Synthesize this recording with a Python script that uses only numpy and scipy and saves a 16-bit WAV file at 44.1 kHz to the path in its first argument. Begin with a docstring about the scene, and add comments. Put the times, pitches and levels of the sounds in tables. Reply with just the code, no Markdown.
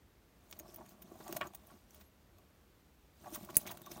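"""In a quiet room, a lizard starts over loose bark chips in a glass tank. Its weight rocks the chips,
which knock dully on the tank floor, while claws scratch and belly scales rasp on the bark.
At 1.4 s one chip tips over with a clack; just after 2 s come a faint squeak and a pause.
At 3.2 s the lizard lunges at food held in steel tongs, ending in a sharp click at 3.57 s, probably
jaws on the tongs. The scuffle goes on, and the steel sings faintly as the food is tugged."""
import sys
import numpy as np
from scipy import signal
from scipy.fft import rfft, irfft
from scipy.io import wavfile

SR = 44100
rng = np.random.default_rng(int(sys.argv[2]) if len(sys.argv) > 2 else 0)


def wrap_up_sound(samples):
    """Save the sound to the file named by the first command line argument, as 16-bit audio."""
    columns = np.atleast_2d(samples).T
    # keep every value between -1 and 1, then stretch to whole-number steps
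    tamed = np.clip(columns, -1, 1)
    steps = np.round(tamed * 32767).astype(np.int16)
    wavfile.write(sys.argv[1], SR, steps)


N = 176400
T = np.arange(N) / SR
CUTOFF_HZ = 15900


def from_db(db):
    """Decibels to gain."""
    return 10 ** (np.asarray(db) / 20)


def rms_one(x):
    """Scale to unit power."""
    return x / np.sqrt(np.mean(x ** 2) + 1e-20)


def fader(points):
    """A gain ride through (t/s, level/dB) points."""
    return from_db(np.interp(T, *np.transpose(points)))


def colour(x, eq):
    """Minimum-phase EQ, scaled so that white noise keeps its power below the cutoff."""
    hz, db = np.transpose(eq)
    f = np.maximum(np.arange(N + 1) * SR / (2 * N), 1)
    gain = from_db(np.interp(np.log(f), np.log(hz), db))
    gain /= np.sqrt(np.mean(gain ** 2 * (f < CUTOFF_HZ)))
    cepstrum = irfft(np.log(gain))
    cepstrum[1:N] *= 2  # folded so that nothing rings ahead of a hit
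    cepstrum[N + 1:] = 0
    return irfft(rfft(x, 2 * N) * np.exp(rfft(cepstrum)))[:N]


def resonate(x, hz, width_hz):
    """One resonance with unit gain at its peak."""
    r = np.exp(-np.pi * width_hz / SR)
    feedback = [1, -2 * r * np.cos(2 * np.pi * hz / SR), r * r]
    return signal.lfilter(np.array([1, 0, -1]) * (1 - r * r) / 2, feedback, x + 1e-18)


def grains(per_s, spread_db):
    """A crackle of tiny contacts of uneven size, at unit power."""
    sizes = from_db(spread_db * np.minimum(rng.exponential(1, N), 4)) * rng.choice([-1, 1], N)
    return rms_one(sizes * (rng.random(N) < per_s / SR))


def grit(per_s, spread_db, pitches=34, ring_share=0.85):
    """Slips on rough bark: most ring one tiny flake at its own pitch, the rest are plain ticks."""
    flakes = sum(resonate(grains(per_s / pitches, spread_db), hz, width_hz=300)
                 for hz in np.linspace(1400, 15500, pitches))
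    ticks = grains(per_s, spread_db)
    return np.sqrt(ring_share) * rms_one(flakes) + np.sqrt(1 - ring_share) * ticks


def swell(peak_s, rise_s, fall_s):
    """Exponential attack up to a peak, then exponential decay."""
    return np.exp(-np.minimum(np.maximum((peak_s - T) / rise_s, (T - peak_s) / fall_s), 30))


def match_energy(x, envelope):
    """Give a hit the energy of an envelope."""
    return x * np.sqrt(np.sum(envelope ** 2) / (np.sum(x ** 2) + 1e-20))


def burst(texture, peak_s, rise_s, fall_s):
    """A short hit shaped from a texture, with about unit power at its peak."""
    envelope = swell(peak_s, rise_s, fall_s)
    return match_energy(texture * envelope, envelope)


# Room tone EQ: f/Hz, relative level/dB
ROOM_EQ = [(20, -39), (32, -13.5), (50, 0.5), (75, 0.5), (110, -7.5), (200, -9.5), (370, -13.5),
           (480, -14.5), (700, -19.5), (1500, -23), (4900, -31), (10500, -36.5), (13000, -31.5),
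           (16000, -35.5)]
def room_tone():
    """The air of a quiet room: a low rumble under a trace of hiss."""
    return from_db(-65.5) * colour(rng.standard_normal(N), ROOM_EQ)


def reflections(x, t60_s, predelay_s):
    """Dense echoes off the walls, dying away in a smooth tail."""
    tail = rng.standard_normal(N) * from_db(-60 * np.minimum(T / t60_s, 5)) * (T > predelay_s)
    return signal.fftconvolve(x, tail / np.sqrt(np.sum(tail ** 2)))[:N]


# Boxy resonances of the tank: f/Hz, width/Hz, level/dB
TANK_MODES = [(196, 31, 2.5), (368.3, 42, 5), (614, 45, 5.5), (737, 84, 3.5), (1123, 48, -3.5),
              (1700, 140, -10.5)]
def tank(chips):
    """The tank floor and the air above it ring along with the chips."""
    body = sum(from_db(db) * resonate(chips, hz, width_hz) for hz, width_hz, db in TANK_MODES)
    return from_db(-2) * chips + body


# One tiny glide: t/s, length/s, start f/Hz, end f/Hz, level/dB
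SQUEAK_GLIDE = (2.04, .05, 11100, 11700, -71)
def squeak():
    """A thin rising squeak that fades in and out."""
    start_s, length_s, start_hz, end_hz, db = SQUEAK_GLIDE
    progress = np.clip((T - start_s) / length_s, 0, 1)
    hz = start_hz + (end_hz - start_hz) * progress
    return from_db(db) * np.sin(np.pi * progress) * np.sin(2 * np.pi * np.cumsum(hz) / SR)


# Faint note in the arms of the tongs: t/s, f/Hz, level/dB, decay/s
TUG_NOTE = (3.83, 3670, -69, .4)
def tugged_tongs():
    """As the food is tugged, friction keeps one narrow resonance of the steel sounding."""
    peak_s, hz, db, fall_s = TUG_NOTE
    singing = rms_one(resonate(rng.standard_normal(N), hz, width_hz=180))
    return from_db(db) * swell(peak_s, 0.0048, fall_s) * singing


# Fader ride for weight shifting on the chips: t/s, level/dB
WEIGHT_RIDE = [(0, -108), (.48, -74.5), (.6, -65.5), (.82, -66), (.99, -68), (1.13, -65.5), (1.3, -58),
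               (1.46, -53.5), (1.52, -71), (1.64, -68), (1.74, -66), (1.85, -80.5), (1.98, -66.5),
               (2.12, -93), (2.39, -74), (2.6, -83), (3.12, -103), (3.24, -61.5), (3.33, -61),
               (3.45, -62.5), (3.54, -59), (3.68, -56), (3.76, -62.5), (3.82, -62.5), (3.89, -63), (4, -53)]
# Muffled EQ of the bark bed: f/Hz, relative level/dB
BED_EQ = [(40, -30), (100, 5), (190, -0.5), (370, -2.5), (500, -10), (750, -7), (1200, -9.5), (2000, -25),
          (5000, -36)]
def bark_bed():
    """Soft contacts deep in the bark as the weight moves."""
    return colour(fader(WEIGHT_RIDE) * grains(per_s=350, spread_db=1.5), BED_EQ)


# Fader ride for scales sliding over bark: t/s, level/dB
SLIDE_RIDE = [(0, -100), (.42, -79.5), (.57, -71.5), (.635, -78), (.69, -67), (.78, -72.5), (.83, -77),
              (.91, -66.5), (.96, -79.5), (1.06, -75.5), (1.18, -68.5), (1.24, -63), (1.29, -63.5),
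              (1.35, -59.5), (1.4, -69), (1.46, -67.5), (1.5, -77), (1.64, -76), (1.71, -69.5),
              (1.86, -83.5), (1.96, -67.5), (2.08, -85.5), (3.12, -84), (3.22, -69), (3.29, -65.5),
              (3.34, -58.5), (3.39, -64.5), (3.44, -63), (3.475, -70), (3.51, -69), (3.62, -59),
              (3.65, -67), (3.7, -60), (3.8, -72.5), (3.89, -69), (3.93, -59.5), (4, -67)]
# Broad, dry EQ of the rasp: f/Hz, relative level/dB
SCALES_EQ = [(300, -2.5), (1500, -7), (3700, -2), (5000, -5), (6400, -2), (7600, -4.5), (9000, -3),
             (10500, -8.5), (12500, -3.5), (15500, -1.5)]
def scales():
    """Belly and tail rasp over the bark in fine grains."""
    return colour(fader(SLIDE_RIDE) * grit(per_s=6500, spread_db=4.2), SCALES_EQ)


# Cues for squeaky claw drags: peak t/s, level/dB, f/Hz, attack and decay/s
DRAG_CUES = [(.69, -67, 5340, .024), (1.272, -66, 4570, 0.0074), (1.473, -54.5, 7000, 0.0023),
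             (3.346, -49.5, 6240, 0.0066), (3.556, -47.5, 4380, 0.0027), (3.694, -50, 3500, 0.0067),
             (3.917, -55, 6200, 0.0059)]
def claw_drags(width_hz=900):
    """A dragging claw sticks and slips, sounding one narrow resonance of the chip."""
    out = np.zeros(N)
    friction = grains(per_s=2500, spread_db=4.5)
    for peak_s, db, hz, fade_s in DRAG_CUES:
        squeal = resonate(resonate(friction, hz, width_hz), hz, width_hz)
        out += from_db(db) * burst(squeal, peak_s, fade_s, fade_s)
    return out


# Cues for dull knocks of rocking chips: t/s, level/dB, f/Hz
KNOCK_CUES = [(0.601, -56, 342.5), (0.653, -61, 840), (0.688, -57, 375), (.783, -54.5, 755),
              (0.795, -53, 370), (0.808, -51, 718), (1.039, -53, 216.7), (1.111, -62, 753),
              (1.116, -49.5, 370), (1.153, -57.5, 700), (1.2, -49, 350), (1.204, -51.5, 1010),
              (1.265, -50, 818), (1.289, -46, 752), (1.293, -47, 367.5), (1.325, -47, 385),
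              (1.362, -46.5, 667), (1.44, -50, 1086), (1.453, -48, 1003), (1.457, -53, 310),
              (1.536, -58.5, 780), (1.7, -58.5, 1088), (1.735, -59.5, 215), (3.242, -56, 1230),
              (3.258, -52, 806), (3.266, -47.5, 737), (3.323, -47.5, 293), (3.358, -47, 1094),
              (3.374, -51.5, 250), (3.488, -47.5, 1020), (3.426, -52, 210), (3.495, -52, 243),
              (3.655, -51.5, 1400), (3.672, -47, 2220), (3.702, -45, 1085), (3.72, -54.5, 766),
              (3.742, -56, 758), (3.863, -50, 1022), (3.914, -54.5, 326), (3.963, -58, 990),
              (3.977, -54, 772)]
def chip_knocks(rise_s=0.0018, fall_s=0.0079, q=2.04, tone_share=0.2):
    """Each chip rings at its own woody pitch, roughened by a quick run of contacts as it rocks."""
    out = np.zeros(N)
    contacts = grains(per_s=5000, spread_db=4)
    for start_s, db, hz in KNOCK_CUES:
        envelope = swell(start_s + rise_s, rise_s, fall_s)
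        rattle = resonate(resonate(contacts * envelope, hz, hz / q), hz, 2 * hz / q)
        tone = envelope * np.sin(2 * np.pi * (hz * T + rng.random()))
        out += from_db(db) * np.sqrt(tone_share) * match_energy(tone, envelope)
        out += from_db(db) * np.sqrt(1 - tone_share) * match_energy(rattle, envelope)
    return out


# Mid-heavy EQ of the clack: f/Hz, relative level/dB
CLACK_EQ = [(60, -30), (400, -9.5), (800, -11.5), (950, -0.5), (1200, 3), (1400, -3), (1720, -1),
            (2100, -7.5), (3050, -5), (4700, -29), (12000, -58)]
def tipping_chip():
    """A chip tips over: a tight cluster of contacts makes one hard, woody clack."""
    contacts = grains(per_s=3300, spread_db=4)
    clack = burst(contacts, peak_s=1.4127, rise_s=0.0016, fall_s=0.0092)
    return from_db(-32.5) * colour(clack, CLACK_EQ)


def on_chip(x, taps=48, ring_s=0.00027):
    """Every chip colours a scratch in its own way, by very early echoes inside the bark."""
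    echoes = rng.standard_normal(taps) * np.exp(-np.arange(taps) / (ring_s * SR))
    return np.convolve(x, echoes)[:N]


# Cues for claws catching: peak t/s, level/dB, attack/s, wood level against the tip/dB
SCRATCH_CUES = [(0.503, -65, .006, -25), (0.512, -47, 0.00077, -26), (0.527, -62, 0.00093, 19),
                (0.591, -44.5, 0.00078, -28), (.598, -44, 0.00092, -12), (0.745, -50.5, 0.0031, -23),
                (0.761, -45, 0.00041, -29), (0.862, -63.5, 0.0053, -1.5), (0.892, -54.5, 0.0011, -24),
                (1.024, -53, 0.0033, -4.5), (1.28, -46.5, 0.00067, -2.5), (1.311, -55, .0006, -20),
                (1.3261, -39, 0.0005, -4), (1.368, -36, 0.0025, -8), (1.412, -51.5, 0.00079, 7.5),
                (1.471, -54, 0.0015, -4), (1.536, -60.5, 0.0015, -0.5), (1.55, -44, 0.0019, -11),
                (1.671, -58.5, 0.0022, -17), (1.908, -56.5, .0007, -13), (1.946, -55.5, 0.00091, -5.5),
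                (2.013, -66.5, 0.0081, 5.5), (2.385, -66.5, 0.0018, -1), (3.349, -44, 0.011, -8),
                (3.358, -47, 0.0044, -12), (3.431, -57, 0.0017, -10), (3.448, -50, .001, -10),
                (3.505, -56.5, 0.0063, 2), (3.546, -45, 0.0011, -15), (3.557, -44, 0.0022, -14),
                (3.614, -49, .001, -10), (3.666, -51, 0.00088, 5), (3.675, -47, 0.0052, -1.5),
                (3.716, -44.5, 0.0054, -7.5), (3.773, -51, 0.00069, 0), (3.818, -51, 0.00083, -4),
                (3.863, -52.5, 0.0026, -5.5), (3.917, -45, 0.0047, -8.5), (3.971, -55, 0.0018, -3)]
# Crisp EQ of the claw tip: f/Hz, relative level/dB
TIP_EQ = [(1500, -12), (4800, -14.5), (6400, -2.5), (7600, -12), (9000, -5), (10500, -9.5), (12500, -3.5),
          (15200, 1), (16000, 4)]
# Mid-range EQ of the wood under it: f/Hz, relative level/dB
WOOD_EQ = [(300, -16), (900, -1.5), (1600, 1), (2200, -3.5), (3500, -0.5), (4800, -8.5), (6400, -5),
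           (11000, -16)]
def claw_scratches():
    """Slips build up until the claw lets go; some also sound the wood."""
    tip, wood = np.zeros(N), np.zeros(N)
    slips = grit(per_s=18000, spread_db=3.5)
    splinters = grains(per_s=11000, spread_db=3.5)
    for peak_s, db, rise_s, wood_db in SCRATCH_CUES:
        fall_s = 0.0019 + 0.67 * rise_s  # a slower attack gets a longer tail
        tip += from_db(db) * burst(on_chip(slips), peak_s, rise_s, fall_s)
        wood += from_db(db + wood_db) * burst(splinters, peak_s, rise_s, fall_s)
    return colour(tip, TIP_EQ) + colour(wood, WOOD_EQ)


# Cues for the hit on the tongs and its rebound: t/s, level/dB
CLICK_CUES = [(3.5683, 0), (3.5726, -17)]
# Ringing modes of the steel: f/Hz, level/dB, time to fall 60 dB/s
STEEL_MODES = [(2580, -35, .014), (6580, -33, .035), (8000, -25, .02), (8520, -27, .012),
               (10100, -11, .011), (10200, -23, .025), (12050, -25, .014), (12340, -25, .016),
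               (13820, -22, .016), (14490, -14, .011), (14780, -15, .012), (15600, -23, .012)]
# Bright EQ of the crack: f/Hz, relative level/dB
CRACK_EQ = [(200, 5.5), (1200, 5), (2500, 2), (4800, -13), (7000, 2), (10000, 7.5), (15000, 0)]
# Bass-heavy EQ of the thump: f/Hz, relative level/dB
THUMP_EQ = [(30, -8), (70, 4), (140, 3.5), (450, -5), (900, -13), (5000, -43)]
def tongs_click(contact_s=0.000074, crack_db=-22.5, thump_db=-32.5):
    """Struck tongs: a hard crack, briefly ringing steel, one rebound and a low thump for weight."""
    out = np.zeros(N)
    for start_s, hit_db in CLICK_CUES:
        age = np.maximum(T - start_s, 0)
        ring = sum(from_db(db - 60 * np.minimum(age / t60_s, 5)) * np.sin(2 * np.pi * hz * age)
                   for hz, db, t60_s in STEEL_MODES)
        attack = 1 - np.exp(-np.minimum(age / contact_s, 10) ** 2)
        crack = burst(rng.standard_normal(N), start_s + contact_s, contact_s, fall_s=0.0016)
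        out += from_db(hit_db) * (attack * ring + from_db(crack_db) * colour(crack, CRACK_EQ))
    hit_s = CLICK_CUES[0][0]
    blow = signal.unit_impulse(N, int(hit_s * SR))
    thump = match_energy(colour(blow, THUMP_EQ), swell(hit_s, contact_s, fall_s=0.0055))
    return out + from_db(thump_db) * thump


def scene():
    """Mono mix of the lizard between glass walls; the scratches and the click sit nearer and drier."""
    chips = tank(chip_knocks() + tipping_chip() + bark_bed())
    inside = chips + scales() + claw_drags() + squeak() + tugged_tongs()
    near = tongs_click() + claw_scratches()
    send = inside + from_db(-2) * near
    glass_reverb = from_db(-8.5) * reflections(send, t60_s=0.047, predelay_s=0.0022)
    room_reverb = from_db(-27.5) * reflections(send, t60_s=0.18, predelay_s=0.016)
    return (inside + near + glass_reverb + room_reverb + room_tone())[None]


def record(dry):
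    """Master EQ: a gentle cut of the deepest bass and a steep cut of the top treble."""
    low_cut = signal.butter(2, 30, "high", fs=SR, output="sos")
    high_cut = signal.ellip(12, .1, 70, CUTOFF_HZ, fs=SR, output="sos")
    return signal.sosfilt(high_cut, signal.sosfilt(low_cut, dry))


dry = scene()
out = record(dry)
wrap_up_sound(out)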